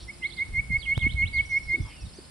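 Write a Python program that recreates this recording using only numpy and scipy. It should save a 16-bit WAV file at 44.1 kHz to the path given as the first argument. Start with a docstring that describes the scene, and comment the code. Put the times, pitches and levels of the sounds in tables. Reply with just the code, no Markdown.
"""Air hiss, low wind, a faint hum, rustles and distant chirping birds are there from the start.
A bushshrike soon whistles eleven pure, scooped notes: sine tones with a drawn pitch and swell.
A second bird joins with sliding sine tones; then come wind thumps (short dying waves) and one click.
Late on, a faint whistle falls and two thin ones rise. The wind and air are filtered noise.
All the birds have a soft woodland echo, made with fading noise."""
import sys
import numpy as np
from scipy import signal
from scipy.io import wavfile
from scipy.ndimage import uniform_filter1d

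SR = 44100
rng = np.random.default_rng(int(sys.argv[2]) if len(sys.argv) > 2 else 0)


def bounce(signal):
    """Save signal as a 16-bit WAV file at the path given by the first command-line argument."""
    frames = np.transpose(np.atleast_2d(signal))
    limited = np.clip(frames, -1, 1)
    pcm = np.round(limited * 32767).astype(np.int16)
    wavfile.write(sys.argv[1], SR, pcm)


N = 101429
TIME = np.arange(N) / SR   # seconds

# Levels in dB are those of each sound before it is panned. Pan is left minus right, in dB.
# Steady hiss. Each row: pitch in Hz, relative level in dB per Hz.
AIR_COLOUR = [(150, -0.5), (400, -13.5), (1000, -18.5), (1700, -20.5), (2900, -20), (4500, -22.5),
              (6500, -30.5), (7400, -22.5), (9500, -12.5), (15000, -25.5)]
# How alike the hiss is on both sides. Each row: pitch in Hz, likeness from -1 to 1.
AIR_LIKENESS = [(1500, 0.42), (4000, 0.06), (9000, -0.59)]
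AIR_DB, TREBLE_EDGE_HZ = -48.5, 9850

# The breeze between gusts. Each row: time in seconds, level in dB.
BREEZE = [(0, -55.5), (1.05, -38.5), (2.3, -56)]
# Tone of the wind. Each row: pitch in Hz, relative level in dB per Hz.
WIND_TONE = [(25, -5.5), (65, 3.5), (140, -11), (220, -21.5), (420, -47)]
# Gusts. Each row: middle in seconds, level in dB.
WIND_GUSTS = [(0.045, -43), (0.518, -39), (0.588, -35), (0.727, -34), (1.049, -29), (1.151, -30.5),
              (1.237, -29.5), (1.388, -35), (1.69, -40), (1.831, -33), (2.048, -36)]
GUST_HALF_S = 0.033
WIND_LIKENESS, WIND_PAN_DB = 0.96, -1.7
EDDY_LAG_S = 0.00099   # eddies reach the right side later
# Thumps on the microphone. Each row: start in seconds, ring in Hz, level in dB.
WIND_THUMPS = [(0.701, 162, -26), (0.774, 68, -26.5), (0.971, 112, -15.5), (1.064, 259, -19),
               (1.246, 90.6, -24), (1.798, 105, -19.5)]
THUMP_CYCLES = 0.67   # cycles from the start to the loudest point

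HUM_HZ, HUM_DB, HUM_END_S = 346.5, -61, 0.47
# Short rustles. Each row: middle in seconds, half length in seconds, centre in Hz, level in dB.
RUSTLE_ROWS = [(0.007, 0.05, 3870, -51), (1.048, 0.024, 1060, -55), (1.746, 0.012, 364, -44.5),
               (1.791, 0.03, 283, -42), (1.878, 0.028, 980, -53), (1.928, 0.041, 2470, -53),
               (2.191, 0.0085, 341, -45)]
RUSTLE_WIDTH = 0.19   # share of the centre pitch, on each side
CLICK_S, CLICK_DB, CLICK_DULL_HZ = 0.978, -18.5, 231   # dulled above this pitch

# Level of the distant chatter. Each row: time in seconds, level in dB.
TWITTER_LEVEL = [(0, -62.5), (1.3, -69.5), (1.5, -61.5), (2.2, -58)]
TWITTER_PER_S, TWITTER_HZ, TWITTER_S = 120, 4954, 0.022   # rate, middle pitch, chip length
# Arched chips of small birds. Each row: time of the top in seconds, top pitch in Hz.
CHIP_TOPS = [(0.03, 5680), (0.085, 5490), (.135, 5150), (1.459, 5820), (1.5, 5760), (1.509, 6040),
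             (1.531, 5300), (1.564, 5300), (1.578, 5670), (1.637, 5580), (1.689, 5240), (2.017, 5700),
             (2.063, 3850)]
CHIP_S, CHIP_DB = 0.03, -53
CHIP_ARCH_HZ, CHIP_HALF_FALL_HZ = 599, 260.1   # the height of the arch, half the drop from start to end
FAR_PAN_DB, FAR_WET_DB = -4, -6.5   # wet: echo level

# Whistled notes. Each row: peak time in seconds, swell length in seconds, peak level in dB,
# pitch at the bottom of the scoop in Hz.
WHISTLES = [(0.103, 0.031, -33.5, 2046), (.260, 0.049, -22.5, 2046), (.426, 0.063, -21, 2068),
            (0.596, 0.073, -18.5, 2098), (0.764, 0.081, -17.5, 2108), (0.929, 0.087, -17.5, 2116),
            (1.071, 0.084, -17, 2125), (1.238, 0.094, -17, 2134), (1.404, 0.09, -16.5, 2142),
            (1.575, 0.096, -17, 2139), (1.751, 0.088, -17.5, 2116)]
TOP_HZ, RISE_HZ_PER_S = 2204.7, 1530   # pitch aimed for at the peak, and its climb past it
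SHOULDER_HZ = 63.9   # a note starts about this far above the bottom of its scoop
SCOOP_AT, SCOOP_WIDTH = 0.42, 0.236   # shares of the swell, counted back from the peak
ONSET_AT, ONSET_WIDTH = 0.64, 0.1   # shares of the swell, counted the same way
BODY_DB, ACCENT_S, RELEASE_S = -4.5, 0.015, 0.0087   # the held part, then the accent that ends a note
# Overtones of the whistle. Each row: multiple of the pitch, level in dB against the note.
WHISTLE_OVERTONES = [(2, -32), (3, -42.5), (6, -39)]
# Reflections from nearby branches and the ground. Each row: delay in seconds, level in dB.
BRANCH_ECHOES = [(.024, -26.5), (.046, -33.5)]
WHISTLE_PAN_DB, WHISTLE_WET_DB, WAVER_HZ = -3.1, -15, 12.1
WHISTLE_LEAD_S = 0.00004   # the left side hears the bird first
WOOD_T60_S, WOOD_DELAY_S = 0.5, 0.0028   # time to fade by 60 dB, and how softly the echo sets in

# The second bird's slurs, several joined into each phrase. 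Each row: start in seconds,
# length in seconds, start pitch in Hz, end pitch in Hz, bow at the middle in Hz.
NEIGHBOUR_SLURS = [(.222, 0.063, 2450, 4410, 274), (.297, 0.022, 4900, 3250, -130),
                   (.321, .027, 3270, 4640, -2), (.364, .023, 5000, 2980, 7),
                   (.387, 0.023, 3470, 4610, -70), (.782, 0.036, 4940, 4270, -2),
                   (.811, 0.024, 4440, 2830, 99.5), (.832, .036, 3300, 2140, 389.5),
                   (.943, 0.04, 2690, 4050, -34.5), (.991, 0.01, 2950, 3990, 107.5),
                   (1.008, 0.038, 3730, 2220, -10), (1.088, .04, 2840, 4320, -200),
                   (1.135, 0.0039, 3560, 4380, -4), (1.222, .016, 3130, 2130, 0),
                   (1.25, 0.038, 2440, 4250, 97), (1.33, 0.05, 4590, 3540, 483),
                   (1.382, 0.019, 3740, 2870, -140)]
SLUR_PAN_DB, SLUR_WET_DB = -12, -7.5
SLUR_DB, SLUR_GROWTH_DB_PER_S = -44.5, 3   # its level at time zero, which grows through the song
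SLUR_LOUDEST_HZ, SLUR_LOSS_DB_PER_KHZ = 3170, 4.5   # it is weaker above and below this pitch

# A long, faint falling whistle. Each row: time in seconds, pitch in Hz, level in dB.
FALLING_PATH = [(1.59, 4350, -65), (1.8, 3560, -61), (2.045, 2500, -54)]
# Thin upslurs far away. Each row: start in seconds, length in seconds, start pitch in Hz,
# end pitch in Hz, bow at the middle in Hz.
UPSLUR_ROWS = [(1.799, 0.04, 4750, 6080, 295), (2.125, .048, 4950, 6620, -200)]
UPSLUR_DB = -56.5
STOP_HZ = 16550   # from here up the final filter takes away at least 70 dB


def from_db(db):
    """Turn decibels into gain."""
    return 10 ** (np.asarray(db) / 20)


def rms_one(x):
    """Scale to an average power of one."""
    return x / np.sqrt(np.mean(x ** 2) + 1e-20)


def at_hz(points, hz):
    """Read between table rows, with pitch spaced by ratio as the ear hears it."""
    table_hz, values = np.transpose(points)
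    return np.interp(np.log(hz), np.log(table_hz), values)


def pan(db):
    """Left and right gains for a level difference."""
    return from_db(np.array([[db], [-db]]) / 2)


def band(x, low_hz, high_hz):
    """Keep only the sound between two pitches."""
    edges = [low_hz, min(high_hz, SR / 2 - 1000)]
    return signal.sosfilt(signal.butter(2, edges, "band", fs=SR, output="sos"), x)


def delayed(x, seconds):
    """Play a signal later, even by a fraction of a sample."""
    return np.interp(TIME - seconds, TIME, x, left=0)


def drift(rate):
    """Smooth chance: random points, so many per second, joined by straight lines."""
    knots = rng.standard_normal(1024)
    return np.interp(TIME * rate, np.arange(len(knots)), knots)


def coloured_noise(spectrum, alike, edges):
    """Stereo noise in bands, each with its own level and left-right likeness."""
    out = 0
    white = rng.standard_normal((2, 2, N + SR // 4))   # the extra quarter second lets the filters settle
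    for k, (low, high) in enumerate(zip(edges, edges[1:])):
        mid, side = band(band(white[k % 2], low, high), low, high)[:, -N:]
        hz = np.sqrt(low * high)
        likeness = np.clip(at_hz(alike, hz), -1, 1)
        shared = np.sqrt(1 + likeness) * mid
        opposed = np.sqrt(1 - likeness) * side * [[1], [-1]]
        out = out + from_db(at_hz(spectrum, hz)) * (shared + opposed)
    return rms_one(out)


def woodland(x):
    """Scatter from trunks and leaves: fading noise as an echo, different on each side."""
    t = TIME[:SR]
    fade = from_db(-60 * t / WOOD_T60_S) * (1 - np.exp(-(t / WOOD_DELAY_S) ** 2))
    tail = rng.standard_normal((2, SR)) * fade
    tail /= np.sqrt(np.sum(tail ** 2, axis=1, keepdims=True))
    return signal.fftconvolve(x[None], tail, axes=1)[:, :N]


def slurs(rows, taper, level_db):
    """Pure tones that slide along a bowed line and flutter; level_db gives level from time and pitch."""
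    out = np.zeros(N)
    for start, length, from_hz, to_hz, bow_hz in rows:
        near = (TIME >= start) & (TIME < start + length)
        u = (TIME[near] - start) / length
        hz = from_hz + (to_hz - from_hz) * u + bow_hz * (1 - (2 * u - 1) ** 2)
        gain = from_db(level_db(TIME[near], hz)) * signal.windows.tukey(len(u), taper)
        out[near] += gain * np.sin(2 * np.pi * np.cumsum(hz) / SR)
    return out * from_db(2 * drift(200))


def chip(top_s, top_hz, length_s):
    """The slur of one chip: a short rise, an arch and a longer fall."""
    middle_hz = top_hz - CHIP_ARCH_HZ - (CHIP_HALF_FALL_HZ / 2) ** 2 / CHIP_ARCH_HZ
    rise_s = length_s / 2 * (1 - CHIP_HALF_FALL_HZ / (2 * CHIP_ARCH_HZ))
    start_hz, end_hz = middle_hz + CHIP_HALF_FALL_HZ, middle_hz - CHIP_HALF_FALL_HZ
    return top_s - rise_s, length_s, start_hz, end_hz, CHIP_ARCH_HZ


def air():
    """Steady outdoor hush and microphone hiss as noise; above about 10 kHz everything is cut away steeply."""
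    hush = coloured_noise(AIR_COLOUR, AIR_LIKENESS, np.geomspace(120, 15500, 29))
    return from_db(AIR_DB) * signal.sosfilt(signal.butter(10, TREBLE_EDGE_HZ, fs=SR, output="sos"), hush)


def wind():
    """Low buffeting in short gusts, with thumps; it crosses from left to right."""
    force = from_db(np.interp(TIME, *np.transpose(BREEZE)))
    for s, db in WIND_GUSTS:
        force += from_db(db) * np.exp(-((TIME - s) / GUST_HALF_S) ** 2)
    eddies = coloured_noise(WIND_TONE, [(1, WIND_LIKENESS)], np.geomspace(20, 450, 11))
    # Even out the noise, so the force sets the level
    power = uniform_filter1d(np.mean(eddies ** 2, axis=0), int(2 * GUST_HALF_S * SR))
    left, right = force * eddies / np.sqrt(power + 1e-20) + thumps()
    return pan(WIND_PAN_DB) * [left, delayed(right, EDDY_LAG_S)]


def hum():
    """A faint, slightly wandering tone at the start, which fades out."""
    fade = np.clip((HUM_END_S - TIME) * 20, 0, 1)
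    tone = np.sin(2 * np.pi * HUM_HZ * TIME + drift(25) / 2)
    return from_db(HUM_DB) * np.sqrt(2) * tone * fade


def rustles():
    """Soft brushes: narrow bands of noise that swell and fade."""
    out = np.zeros(N)
    for s, half_s, hz, db in RUSTLE_ROWS:
        noise = band(rng.standard_normal(N), hz / (1 + RUSTLE_WIDTH), hz * (1 + RUSTLE_WIDTH))
        out += from_db(db) * np.exp(-((TIME - s) / half_s) ** 2) * rms_one(noise)
    return out


def twitter():
    """Distant birds: faint short chips at chance times and pitches."""
    chance = rng.standard_normal(size=(400, 2))
    times = (np.arange(len(chance)) + chance[:, 0]) / TWITTER_PER_S
    pitches = TWITTER_HZ * (1 + 0.08 * chance[:, 1])
    rows = [chip(s, hz, TWITTER_S) for s, hz in zip(times, pitches) if s < TIME[-1]]
    return slurs(rows, 0.75, lambda t, hz: np.interp(t, *np.transpose(TWITTER_LEVEL)))


def small_birds():
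    """Separate chips: pure tones whose pitch draws an arch."""
    rows = [chip(s, hz, CHIP_S) for s, hz in CHIP_TOPS]
    return slurs(rows, 0.59, lambda t, hz: CHIP_DB)


def bushshrike():
    """Each note swells, scoops in pitch and ends on a rising accent; overtones show in the held part."""
    out, waver = np.zeros(N), WAVER_HZ * drift(150)
    body = from_db(BODY_DB)
    for peak_s, swell_s, db, low_hz in WHISTLES:
        near = np.abs(TIME - peak_s) < 2 * swell_s
        t = TIME[near] - peak_s
        before = -t / swell_s   # share of the swell still to go
        rim_hz = np.where(before > SCOOP_AT, low_hz + SHOULDER_HZ, TOP_HZ + RISE_HZ_PER_S * t)
        scoop = np.exp(-((before - SCOOP_AT) / SCOOP_WIDTH) ** 2)
        hz = rim_hz + (low_hz - rim_hz) * scoop + waver[near]
        phase = 2 * np.pi * np.cumsum(hz) / SR
        release = np.exp(-(np.maximum(t, 0) / RELEASE_S) ** 2)
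        gate = release / (1 + np.exp((before - ONSET_AT) / ONSET_WIDTH))
        accent = np.exp(-(np.minimum(t, 0) / ACCENT_S) ** 2)
        overtones = sum(from_db(level) * np.sin(round(k) * phase) for k, level in WHISTLE_OVERTONES)
        tone = (body + (1 - body) * accent) * np.sin(phase)
        out[near] += from_db(db) * gate * (tone + gate * (1 - accent) * overtones)
    heard = out + sum(from_db(db) * delayed(out, delay) for delay, db in BRANCH_ECHOES)
    direct = pan(WHISTLE_PAN_DB) * [heard, delayed(heard, WHISTLE_LEAD_S)]
    return direct + from_db(WHISTLE_WET_DB) * woodland(out)


def neighbour():
    """The second bird slurs up and down, fading towards both ends of its range."""
    def level_db(t, hz):
        """Louder with time, weaker away from its best pitch."""
        loss = SLUR_LOSS_DB_PER_KHZ * np.abs(hz - SLUR_LOUDEST_HZ) / 1000
        return SLUR_DB + SLUR_GROWTH_DB_PER_S * t - loss

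    voice = slurs(NEIGHBOUR_SLURS, 0.2, level_db)
    return pan(SLUR_PAN_DB) * (voice + from_db(SLUR_WET_DB) * woodland(voice))


def thumps():
    """Thumps on the microphone: low waves that swell and die in a few cycles."""
    out = np.zeros(N)
    for s, hz, db in WIND_THUMPS:
        cycles = np.maximum(TIME - s, 0) * hz
        age = cycles / THUMP_CYCLES
        out += from_db(db) * (age * np.exp(1 - age)) ** 2 * np.sin(2 * np.pi * cycles)
    return out


def click():
    """One dry click: a sudden jump that dies away at once, with its edge softened."""
    age = np.maximum(TIME - CLICK_S, 0)
    snap = from_db(CLICK_DB) * (TIME >= CLICK_S) * np.exp(-2 * np.pi * CLICK_DULL_HZ * age)
    return signal.sosfilt(signal.butter(1, 9000, fs=SR, output="sos"), snap)


def falling_whistle():
    """One slow downward glide of a pure tone that grows louder and stops short."""
    s, hz, db = np.transpose(FALLING_PATH)
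    gate = np.clip(np.minimum(TIME - s[0], s[-1] - TIME) / 0.01, 0, 1)
    gain = from_db(np.interp(TIME, s, db) + 2 * drift(80))
    return gate * gain * np.sin(2 * np.pi * np.cumsum(np.interp(TIME, s, hz)) / SR)


def upslurs():
    """Thin far whistles: pure tones that slide upwards."""
    return slurs(UPSLUR_ROWS, 0.29, lambda t, hz: UPSLUR_DB)


def far_birds():
    """All the birds further off, sharing one place and one woodland echo."""
    far = twitter() + small_birds() + falling_whistle() + upslurs()
    return pan(FAR_PAN_DB) * (far + from_db(FAR_WET_DB) * woodland(far))


def scene():
    """Birds, wind, small noises and hush together."""
    small_noises = hum() + rustles() + click()   # the same on both sides
    return air() + wind() + small_noises + far_birds() + bushshrike() + neighbour()


def record(dry):
    """Cut the very top of the treble steeply."""
    return signal.sosfilt(signal.cheby2(12, 70, STOP_HZ, fs=SR, output="sos"), dry)


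dry = scene()
out = record(dry)
bounce(out)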